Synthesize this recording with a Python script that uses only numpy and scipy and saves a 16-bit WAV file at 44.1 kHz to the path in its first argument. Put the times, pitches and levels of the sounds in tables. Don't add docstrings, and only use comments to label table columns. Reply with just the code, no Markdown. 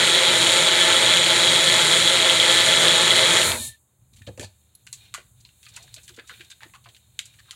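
import sys
import numpy as np
from scipy import signal
from scipy.fft import rfft, irfft
from scipy.io import wavfile
from scipy.ndimage import uniform_filter1d

SR = 44100
rng = np.random.default_rng(int(sys.argv[2]) if len(sys.argv) > 2 else 0)


def elevation(decibels):
    levels = np.asarray(decibels, float)
    return 10 ** (levels / 20)


def generate_wav(sig):
    pcm = np.round(np.clip(np.atleast_2d(sig).T, -1, 1) * 32767).astype(np.int16)
    wavfile.write(sys.argv[1], SR, pcm)


N = 332955
T = np.arange(N) / SR
HIT_T = np.arange(6000) / SR


def unit(x):
    return x / np.sqrt(np.mean(x ** 2))


def slope(f, points):
    hz, db = np.transpose(points)
    return elevation(np.interp(np.log(f + 1), np.log(hz), db))


def peaks(f, modes):
    return np.sqrt(sum(elevation(db) ** 2 / (1 + (2 * (f - hz) / w) ** 2) ** 2 for hz, w, db in modes))


def edge(f, hz):
    return 1 / (1 + (f / hz) ** 8)


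def shape(x, gain, size=8192):
    cep = irfft(np.log(gain(np.fft.rfftfreq(size, 1 / SR)) + 1e-7), size)
    cep[1:size // 2] *= 2
    cep[size // 2 + 1:] = 0
    response = irfft(np.exp(rfft(cep)), size)
    return signal.oaconvolve(x, response)[:len(x)]


def walk(rate_hz):
    k = int(SR / rate_hz)
    held = np.repeat(rng.standard_normal(N // k + 1), k)[:N]
    return unit(uniform_filter1d(uniform_filter1d(held, k), k))


def noise_like(gain, size=8192):
    return unit(shape(rng.standard_normal(N), gain, size))


def add(out, s, sound):
    i = int(s * SR)
    out[i:i + len(sound)] += sound[:N - i]


def ring(t, hz, t60_s):
    return np.sin(2 * np.pi * hz * t) * 1000. ** (-t / t60_s)


def burst():
    return rng.standard_normal(len(HIT_T))


def shaft_turns(running, load, off_s):
    run_hz, stop_hz, slowing_s = 173.96, 62.4, 0.27
    speed_hz = run_hz * (1 - .004 * load + .004 * walk(12))
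    coast_hz = stop_hz + (speed_hz - stop_hz) * np.exp(-np.abs(T - off_s) / slowing_s)
    return np.cumsum(np.where(running, speed_hz, coast_hz)) / SR


def blender():
    # (frequency [Hz], level [dB per Hz])
    body = [(24, -63.5), (40, -37), (124, -11.5), (276, -38), (337, -6.5), (529, -10.5), (751, -15),
            (852, -9), (1150, -11.5), (2100, -4.5), (2770, -3.5), (3300, -6.5), (5050, -15.5), (8550, -13),
            (16000, -40)]
    # (frequency [Hz], width [Hz], level [dB])
    body_rings = [(114, 3.2, -9.5), (165, 20, -9.5), (235.3, 39, -14.5), (335, 38, -9.5), (529, 42.4, -1.5),
                  (640.7, 55, -5), (855, 28, -4.5), (1350, 130, -8.5), (1750, 6.9, 1.5), (2060, 210, -4),
                  (2340, 660, -5), (6570, 380, -13), (7030, 220, -4.5), (7170, 150, -15.5), (7600, 140, -8),
                  (8270, 160, -5.5), (9025, 260, -12), (10040, 270, -13), (10600, 520, -18),
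                  (13960, 600, -32), (15440, 300, -36)]
    # (frequency [Hz], width [Hz], level [dB])
    wall_rings = [(3014, 110, 0), (3160, 210, -4), (3276, 130, 3.5), (3390, 90, 3.5), (3530, 190, -3),
                  (3690, 94, -4), (3830, 150, 0.5), (3940, 60, -0.5), (4030, 90, -3), (4120, 62, -4),
                  (4200, 60, -5.5), (4260, 90, -13), (4340, 98, -6), (4510, 260, -11.5)]
    # (frequency [Hz], level [dB per Hz])
    coast = [(24, -20), (50, -12), (87, 7.5), (144, -19), (243, -9), (305, -15.5), (630, 1.5), (751, -16.5),
             (873, 0), (1210, -15.5), (2900, -13.5), (3950, -14), (5180, -27.5), (8130, -17.5),
             (11600, -23.5), (16000, -34)]
    # (frequency [Hz], width [Hz], level [dB])
    coast_rings = [(94, 25, -5), (237, 37, -3.5), (503, 30, -6), (870, 40, -3.5), (1300, 41, -12.5),
                   (2350, 86, -11.5), (3705, 140, -6.5), (4200, 180, -11.5), (7000, 440, -18.5),
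                   (8120, 410, -18), (10170, 1500, -21)]
    # (shaft multiple [-], rms level [dB])
    orders = [(1, -75), (2, -45), (3, -46.5), (5, -48.5), (10, -48.5), (20, -36.5)]
    # (level [dB], level per unit load [dB])
    run_levels = [
        (-16, 0.32),
        (-24.5, 0.27),
        (-24, 0.75),
        (-36, 1),
        (-19.5, 0.17),
        (-21.5, -0.3),
    ]
    lift_levels_db = [0.5, 1, 1.5, 0.2, 2, -3]
    # (start [dB], coasting fade [dB/s], friction grips at [s], braking fade [dB/s])
    stop_levels = [(-18, 84, 3.58, 162), (-25.5, 70, 3.563, 234), (-23, 41, 3.68, 357),
                   (-34.5, -1, 3.595, 231), (-21, 61, 3.555, 340), (-24, 118, 4.5, 200)]
    # (band power share, once-a-turn gating depth, flicker [dB])
    bands = [(lambda f: edge(f, 4960) - edge(f, 2850), 1.1, .25),
             (lambda f: edge(f, 1500) - edge(f, 250), .6, 1.1),
             (lambda f: 1 - edge(f, 5200), .95, .6),
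             (lambda f: edge(f, 270), .3, 1.5),
             (lambda f: edge(f, 2850) - edge(f, 1450), .15, .7),
             (lambda f: edge(f, 3600) - edge(f, 3000), 9, .3)]
    off_s, still_s, lift_s, lift_len_s = 3.418, 3.8, 3.355, .045
    shudder_hz, shudder_peak_s = 5.8, 3.49
    live = 4 * SR

    running = T < off_s
    load = walk(7)
    turns = shaft_turns(running, load, off_s)
    power = np.clip((3.56 - T) / .16, 0, 1)
    lift = np.exp(-((T - lift_s) / lift_len_s) ** 2)
    shudder_db = 1.5 * np.cos(2 * np.pi * shudder_hz * (T - shudder_peak_s))
    blow = elevation(2.6 * rng.standard_normal(int(turns[-1]) + 1))[turns.astype(int)]
    knock = blow * np.exp(-(turns % 1) / 0.22) * (.35 + .65 * power)

    def driven(f):
        return np.hypot(elevation(-2.5) * slope(f, body), peaks(f, body_rings + wall_rings))

    def coasting(f):
        return np.hypot(elevation(-3) * slope(f, coast), peaks(f, coast_rings))

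    out = np.zeros(N)
    chance = [(rng.standard_normal(N), walk(21.83)) for _ in range(4)]
    for k, (share, gate, flick_db) in enumerate(bands):
        noise, flicker = chance[k % 4]
        drive = (noise * (1 + gate * knock) * elevation(flick_db * flicker))[:live]
        on = unit(shape(drive, lambda f: driven(f) * np.sqrt(share(f))))
        free = unit(shape(drive, lambda f: coasting(f) * np.sqrt(share(f))))
        on, free = np.resize(on, N), np.roll(np.resize(free, N), 999)
        layer = np.sqrt(power) * on + np.sqrt(1 - power) * free
        db, per_load_db = run_levels[k]
        run_db = db + per_load_db * load + lift_levels_db[k] * lift
        start_db, fade, grip_s, brake = stop_levels[k]
        stop_db = start_db - fade * (np.minimum(T, grip_s) - off_s) - brake * np.maximum(T - grip_s, 0)
        out += layer * elevation(np.where(running, run_db, stop_db + shudder_db))
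        if k == 0:
            tone_fade = elevation(np.where(running, 0, stop_db - start_db))
    for order, db in orders:
        tone = np.sqrt(2) * np.sin(2 * np.pi * order * turns)
        out += tone_fade * elevation(db + 2 * walk(30)) * tone
    return out * np.clip((still_s - T) / 0.043, 0, 1)


def cup(x, hz, bright_db, width):
    # (frequency [Hz], level [dB])
    phone = [(200, -11), (1500, 2.5), (3700, 0.5), (4600, 2), (5300, -4), (6200, 1.5), (7300, 5.5),
             (11000, -6), (16000, -16)]
    place, strength = rng.random((2, 5))
    side = [(hz * 1.2 * (5000 / (hz * 0.82)) ** p, 0.66 * width * hz, -3 - 8 * g)
            for p, g in zip(place, strength)]
    hollow_hz = 950 + 750 * place[0]
    hollow_db = -8.5 - 7 * np.log2(hz / 2000)
    hollow_db += 2.0 - 8.1 * edge(hz, 1100)

    def wall(f):
        plateau = elevation(-8.5) * (hz / (f + 1)) ** .5
        rings = np.hypot(plateau, peaks(f, [(hz, width * hz, 0)] + side))
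        return rings * edge(f, 4500) * (1 - edge(f, 0.6 * hz))

    def hollow(f):
        broad = 0.095 * edge(f, 3200) * (1 - edge(f, 470))
        return elevation(hollow_db) * np.hypot(broad, peaks(f, [(hollow_hz, 110, 0)]))

    def bright(f):
        return elevation(bright_db - 7) * np.sqrt((1 - edge(f, 4800)) * (0.074 + edge(f, 12000)))

    parts = [shape(x, lambda f: slope(f, phone) * part(f), size=2048) for part in (wall, hollow, bright)]
    return sum(parts) / np.abs(parts[0]).max()


def ticks():
    # (time [s], peak [dB], ring [Hz], bright part [dB], swell [s])
    loose = [(3.4157, -6, 3860, -19, .0005), (3.43, -6, 3300, -14, .0005),
             (3.517, -12.5, 3900, -21, 0.00083), (4.751, -59, 4200, 8, .002), (5.409, -55.5, 4300, 5, .002),
             (5.735, -49.5, 3600, 3, 0.0055), (5.752, -45, 3200, -2, 0.0066), (5.877, -47, 1590, -12, .002),
             (5.932, -54, 4300, -1, 0.0033), (5.963, -40, 4000, -8, .001), (5.981, -46, 3900, -8, .001),
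             (6.091, -39, 4570, -6, 0.0017), (6.162, -47, 3980, -2, 0.0038), (7.254, -47, 5060, 0, .003),
             (5.629, -44.5, 2630, 0.5, 0.0012), (6.288, -43.5, 3600, 1, .004),
             (6.407, -38, 2600, -18, .001), (6.446, -51, 3900, 0, .002), (6.61, -50, 3000, -10, .001),
             (6.692, -53, 2200, -12, .003)]
    # (time [s], peak [dB], ring [Hz], bright part [dB], swell [s])
    cracks = [
        (7.1908, -14, 3300, -2, .0003),
        (7.509, -25, 3100, -2, .0003),
        (5.9412, -31, 4200, 0, .0003),
        (4.3955, -29, 3500, -4, .0003),
        (5.1405, -25, 3400, -2, .0003),
        (6.196, -33, 2200, -14, .0006),
        (6.6325, -33, 3000, -12, .0005),
        (4.22, -43, 2700, -8, .001),
    ]
    out = np.zeros(N)
    for s, db, hz, bright_db, swell_s in loose + cracks:
        swell = HIT_T * np.exp(-HIT_T / swell_s)
        add(out, s, elevation(db) * cup(burst() * swell, hz, bright_db, width=0.42))
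    return out


def squeak():
    # (start [s], swell [s], fade [s], peak [dB], pitch [Hz])
    chirps = [
        (3.59, .062, .018, -41.5, 1772),
        (3.672, .032, .056, -48, 1780),
    ]
    # (pitch ratio [-], level [dB])
    partials = [(1, 0), (1.31, -18), (2.09, -20)]
    waver, flutter, out = walk(120), elevation(3.5 * walk(110)), np.zeros(N)
    for s, swell, fade, db, hz in chirps:
        end_s = s + swell + fade
        on_db = np.interp(T, [s - .01, s + 0.01, s + swell, end_s, end_s + .02], [-70, -5, -1, -8, -70])
        phase = 2 * np.pi * np.cumsum(hz * (1 + 0.008 * waver)) / SR
        out += elevation(on_db + db) * sum(elevation(d) * np.sin(ratio * phase) for ratio, d in partials)
    return out * flutter


def motion_db():
    # (time [s], slosh level [dB])
    motion = [(3.76, -84), (4.08, -83), (4.19, -69.5), (4.5, -72), (4.84, -72), (5.03, -58), (5.26, -71.5),
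              (5.61, -67.5), (5.82, -57.5), (6.1, -63), (6.21, -69), (6.36, -56.5), (6.55, -67),
              (6.93, -71.5), (7.04, -72.5), (7.22, -65), (7.4, -64), (7.55, -59)]
    s, db = np.transpose(motion)
    return np.interp(T, s, db)


def slosh():
    # (frequency [Hz], level [dB per Hz])
    outline = [(120, -43), (200, -8), (690, -6.5), (795, -4), (1290, -14), (1530, -1), (1950, -3),
               (3860, 6.5), (4920, -11), (6000, -6), (7800, -38.5), (13200, -120)]
    # (frequency [Hz], width [Hz], level [dB])
    modes = [(1220, 100, -15), (1550, 150, -14), (2400, 78, 3), (3050, 90, -9), (3720, 150, 9),
             (4200, 200, 4)]
    grains = 1 + 25 * (rng.random(N) < 400 / SR) * rng.random(N) ** 2
    flow = noise_like(lambda f: np.hypot(elevation(-6.0) * slope(f, outline), peaks(f, modes)))
    return flow * uniform_filter1d(grains, size=40) * elevation(motion_db() + 2.3 * walk(30))


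def room_air():
    # (frequency [Hz], level [dB per Hz])
    outline = [(120, -30), (200, -2), (266, -15.5), (369, -12), (450, -14), (854, -16), (1010, -16.5),
               (4260, -34), (6000, -50), (7800, -78), (13200, -120)]
    return noise_like(lambda f: slope(f, outline)) * elevation(-74.5)


def thin_hiss():
    # (frequency [Hz], level [dB per Hz])
    outline = [(2650, -61), (4500, -20), (5770, -33), (6350, -7), (7070, -3.5), (11000, -8.5), (12000, -12),
               (16000, -11.5)]
    level_db = -63.5 + 0.28 * (motion_db() + 69) + 1.8 * walk(12)
    return noise_like(lambda f: slope(f, outline)) * elevation(level_db)


def mains_hum():
    # (frequency [Hz], width [Hz], level [dB])
    modes = [(57.5, 14, -3.5), (115.7, 31, -1.5), (168, 64, -18), (258, 170, -32)]
    # (start [s], end [s], level [dB])
    swells = [
        (3.6, 3.734, -37.5),
        (3.979, 4.5, -52),
        (4.808, 5.523, -53.5),
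        (5.628, 6.193, -52.5),
        (6.243, 6.5, -56),
        (6.59, 6.927, -55),
        (7.03, 7.477, -57),
    ]
    lull_db, edge_s, dip_s, dip_len_s = -62, 0.052, 3.92, 0.08
    level = elevation(lull_db) + sum(elevation(db) * np.clip(np.minimum(T - a, b - T) / edge_s, 0, 1)
                               for a, b, db in swells)
    bands = noise_like(lambda f: peaks(f, modes), size=32768) * level * elevation(-6.5)
    dip_db = -14 * np.exp(-((T - dip_s) / dip_len_s) ** 2)
    tone = np.sqrt(2) * np.sin(2 * np.pi * 77.0 * T) * elevation(-66.5 + 2 * walk(12.0) + dip_db)
    return bands + tone


def background():
    bed = slosh() + room_air() + thin_hiss() + mains_hum()
    return bed * np.clip((T - 3.6) / 0.13, 0, 1)


def thuds():
    # (time [s], peak [dB], pitch [Hz], t60 [s])
    events = [
        (4.126, -51, 106, 0.073),
        (4.181, -46, 99.6, 0.061),
        (4.21, -37.5, 102, 0.053),
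        (4.272, -31, 103, 0.068),
        (4.288, -30, 92.5, 0.061),
        (4.391, -30, 131, 0.051),
        (4.418, -38, 112, 0.086),
        (4.437, -35, 91.5, 0.066),
    ]
    out, push = np.zeros(N), 1 - np.exp(-HIT_T / 0.008)
    for s, db, hz, t60 in events:
        body = ring(HIT_T, hz, t60) + 1.4 * ring(HIT_T, 2.03 * hz, 0.56 * t60)
        body += .5 * ring(HIT_T, 96, 2.8 * t60)
        add(out, s, elevation(db + 3.5) * push * body)
    return out


def scrapes_and_splashes():
    # (time [s], peak [dB], ring [Hz], bright part [dB])
    scrapes = [(4.131, -48.5, 3900, -5), (4.16, -50, 3130, -2), (4.184, -50, 3710, -9),
               (4.215, -51, 1830, -18), (4.265, -35, 4070, -16), (4.272, -39, 1750, -13),
               (4.406, -34, 2420, -2), (4.424, -33, 4430, -7), (5.198, -45, 2440, -7),
               (5.4, -57.5, 3760, 7), (7.251, -46, 3990, 1), (7.269, -58, 2350, 1), (7.335, -50, 2340, -7),
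               (7.386, -42, 1780, -11), (7.452, -57, 1230, -26), (7.478, -51, 1300, -22),
               (7.525, -44, 1270, -22)]
    # (time [s], peak [dB], ring [Hz], bright part [dB])
    splashes = [(5.63, -47.5, 2700, 0), (5.648, -42.5, 3310, -6), (5.684, -45, 4670, -5),
                (5.771, -39, 2030, -24), (5.823, -53, 4340, 6), (5.869, -51, 3660, -7),
                (5.96, -39, 4100, -17), (5.976, -41, 2530, -23), (6.031, -58.5, 3940, 13),
                (6.048, -59, 3890, 7), (6.086, -41.5, 1550, -6), (6.137, -45.5, 3530, -8),
                (6.168, -41.5, 1500, -13), (6.184, -33, 1640, -29), (6.27, -46, 3850, -1),
                (6.301, -35, 1450, -19), (6.333, -40, 2340, -27), (6.393, -40, 2490, -19),
                (6.439, -54.5, 3900, -8), (6.499, -40.5, 3690, -4), (6.513, -35, 3700, -13),
                (6.615, -41, 2280, -12), (6.654, -54, 2910, -13), (6.745, -41.5, 1150, -12),
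                (6.769, -62, 1200, -14), (6.839, -47, 3580, -8), (6.855, -39, 1090, -36)]
    swell_s = 0.0067
    out, swell = np.zeros(N), HIT_T / swell_s * np.exp(-HIT_T / swell_s)
    for s, db, hz, bright_db in scrapes + splashes:
        grains = np.repeat(elevation(2.8 * rng.standard_normal(len(HIT_T) // 60)), 60)
        add(out, s, elevation(db) * cup(burst() * swell * grains, hz, bright_db, width=0.13))
    return out


def shell():
    # (time [s], peak [dB])
    hits = [
        (4.218, -53),
        (4.275, -48),
        (4.397, -41),
        (4.441, -44),
    ]
    # (frequency [Hz], level [dB], t60 [s])
    modes = [(1750, 3.5, 0.051), (2460, -8, 0.15)]
    out = np.zeros(N)
    for s, db in hits:
        tones = sum(elevation(d) * ring(HIT_T, hz * (1 + 0.011 * rng.standard_normal()), t60) for hz, d, t60 in modes)
        add(out, s, elevation(db) * tones)
    return out


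def knocks():
    # (time [s], peak [dB], pitch [Hz], t60 [s])
    events = [(4.275, -31, 560, 0.047), (4.287, -27, 510, 0.035), (4.281, -38.5, 306, 0.06),
              (4.304, -48, 525, 0.077), (4.406, -40, 267, 0.05), (4.43, -33.5, 884, 0.041),
              (4.376, -34.5, 523, 0.084), (4.396, -26.5, 406, 0.033), (4.414, -32.5, 601, 0.063),
              (5.177, -41, 670, 0.052), (5.799, -54, 670, 0.1), (5.839, -52, 745, 0.07),
              (6.099, -53, 357, 0.13), (6.178, -38.5, 460, 0.082), (5.77, -45, 960, .07),
              (5.97, -50, 620, 0.063), (6.309, -47, 484, 0.066), (6.399, -46, 343, 0.075),
              (6.745, -49, 1100, 0.063), (6.62, -49, 870, 0.12), (6.654, -48, 328, 0.083),
              (6.861, -49, 695, 0.11)]
    out, push = np.zeros(N), 1 - np.exp(-HIT_T / 0.003)
    for s, db, hz, t60 in events:
        slump = shape(burst(), lambda f: peaks(f, [(0.79 * hz, 450, 14)])) * 1000. 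** (-HIT_T / (2.0 * t60))
        add(out, s, elevation(db) * push * (ring(HIT_T, hz, t60) + 0.59 * slump))
    return out


def taps():
    # (time [s], peak [dB], ring [Hz], bright part [dB])
    events = [(4.376, -40.5, 915, -5), (4.396, -32.5, 2400, -0.5), (4.445, -31.5, 4200, -10),
              (4.867, -41.5, 1510, 1), (4.872, -33, 2810, -11.5), (4.928, -37.5, 3160, 11),
              (4.929, -35, 3920, -9), (5.146, -25, 1180, -9), (5.14, -27.5, 1270, 0.5),
              (5.176, -33, 1980, -17), (5.45, -36.5, 4120, -19), (5.489, -47, 2720, -8),
              (5.665, -36, 2440, -30), (5.764, -34.5, 2600, 0), (5.943, -42, 3750, 6),
              (6.079, -37, 3230, -3), (6.196, -34, 1780, -28), (6.295, -27.5, 1565, -19),
              (6.408, -32.5, 2460, -17), (6.606, -36.5, 1620, -21), (6.632, -32, 1780, -17),
              (6.737, -38, 1070, -12), (6.888, -41, 3260, -12), (6.947, -40, 3830, -15),
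              (6.965, -42.5, 2970, -3), (7.192, -24, 3670, -4.5), (7.191, -30, 2150, -8.5),
              (7.509, -35.5, 3080, -3)]
    t60_s = 0.095
    out, fall = np.zeros(N), 1000. ** (-HIT_T / t60_s) + 1.3 * np.exp(-HIT_T / 0.001)
    for s, db, hz, bright_db in events:
        add(out, s, elevation(db) * cup(burst() * fall, hz, bright_db, width=0.16))
    return out


def tink():
    # (frequency [Hz], level [dB], t60 [s])
    modes = [(4150, -7, .025), (11140, 0, 0.037), (14500, -8, .03)]
    out = np.zeros(N)
    tones = sum(elevation(d) * ring(HIT_T, hz, t60) for hz, d, t60 in modes)
    add(out, 4.7505, elevation(-37) * (1 - np.exp(-HIT_T / 0.0014)) * tones)
    return out


def pops():
    # (time [s], peak [dB], pitch [Hz], t60 [s])
    events = [(5.772, -41, 1490, .04), (5.785, -55, 1050, .08), (5.985, -50, 1520, .04),
              (6.03, -67, 1000, 0.07), (6.24, -57, 1300, .08), (6.502, -47, 1600, .025),
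              (6.513, -43, 1590, .025), (6.527, -44, 1600, .025), (6.632, -46, 906, .05),
              (6.739, -43, 1040, .05), (6.765, -55, 1130, 0.11), (6.62, -46, 2300, .03),
              (4.872, -46, 1510, .05), (5.01, -55, 2440, .15), (7.3, -60, 2400, .15),
              (6.865, -50, 1020, .08), (7.194, -43, 1550, 0.053), (7.491, -55, 1060, 0.099)]
    out, push = np.zeros(N), 1 - np.exp(-HIT_T / 0.00074)
    for s, db, hz, t60 in events:
        add(out, s, elevation(db) * push * ring(HIT_T, hz, t60))
    return out


def kitchen(x, t60_s=0.26, wet_db=-14):
    t = np.arange(SR // 2) / SR
    tail = rng.standard_normal(len(t)) * 1000. ** (-t / t60_s) * (t > .003)
    return x + elevation(wet_db) * signal.fftconvolve(x, tail / np.sqrt(np.sum(tail ** 2)))[:N]


def scene():
    handling = ticks() + thuds() + scrapes_and_splashes() + shell() + knocks() + taps() + tink() + pops()
    return (blender() + squeak() + background() + kitchen(handling))[None]


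def top_cut(x):
    return signal.sosfilt(signal.butter(12, 16470, fs=SR, output="sos"), x)


def record(dry):
    rumble_cut_hz, top_hz, ceiling = 59, 15900, .85
    dry = signal.sosfilt(signal.butter(2, rumble_cut_hz, "high", fs=SR, output="sos"), dry)
    soft = ceiling * np.tanh(dry / ceiling)
    mix = signal.sosfilt(signal.ellip(8, .2, 60, top_hz, fs=SR, output="sos"), soft)
    return top_cut(mix)


dry = scene()
out = record(dry)
generate_wav(out)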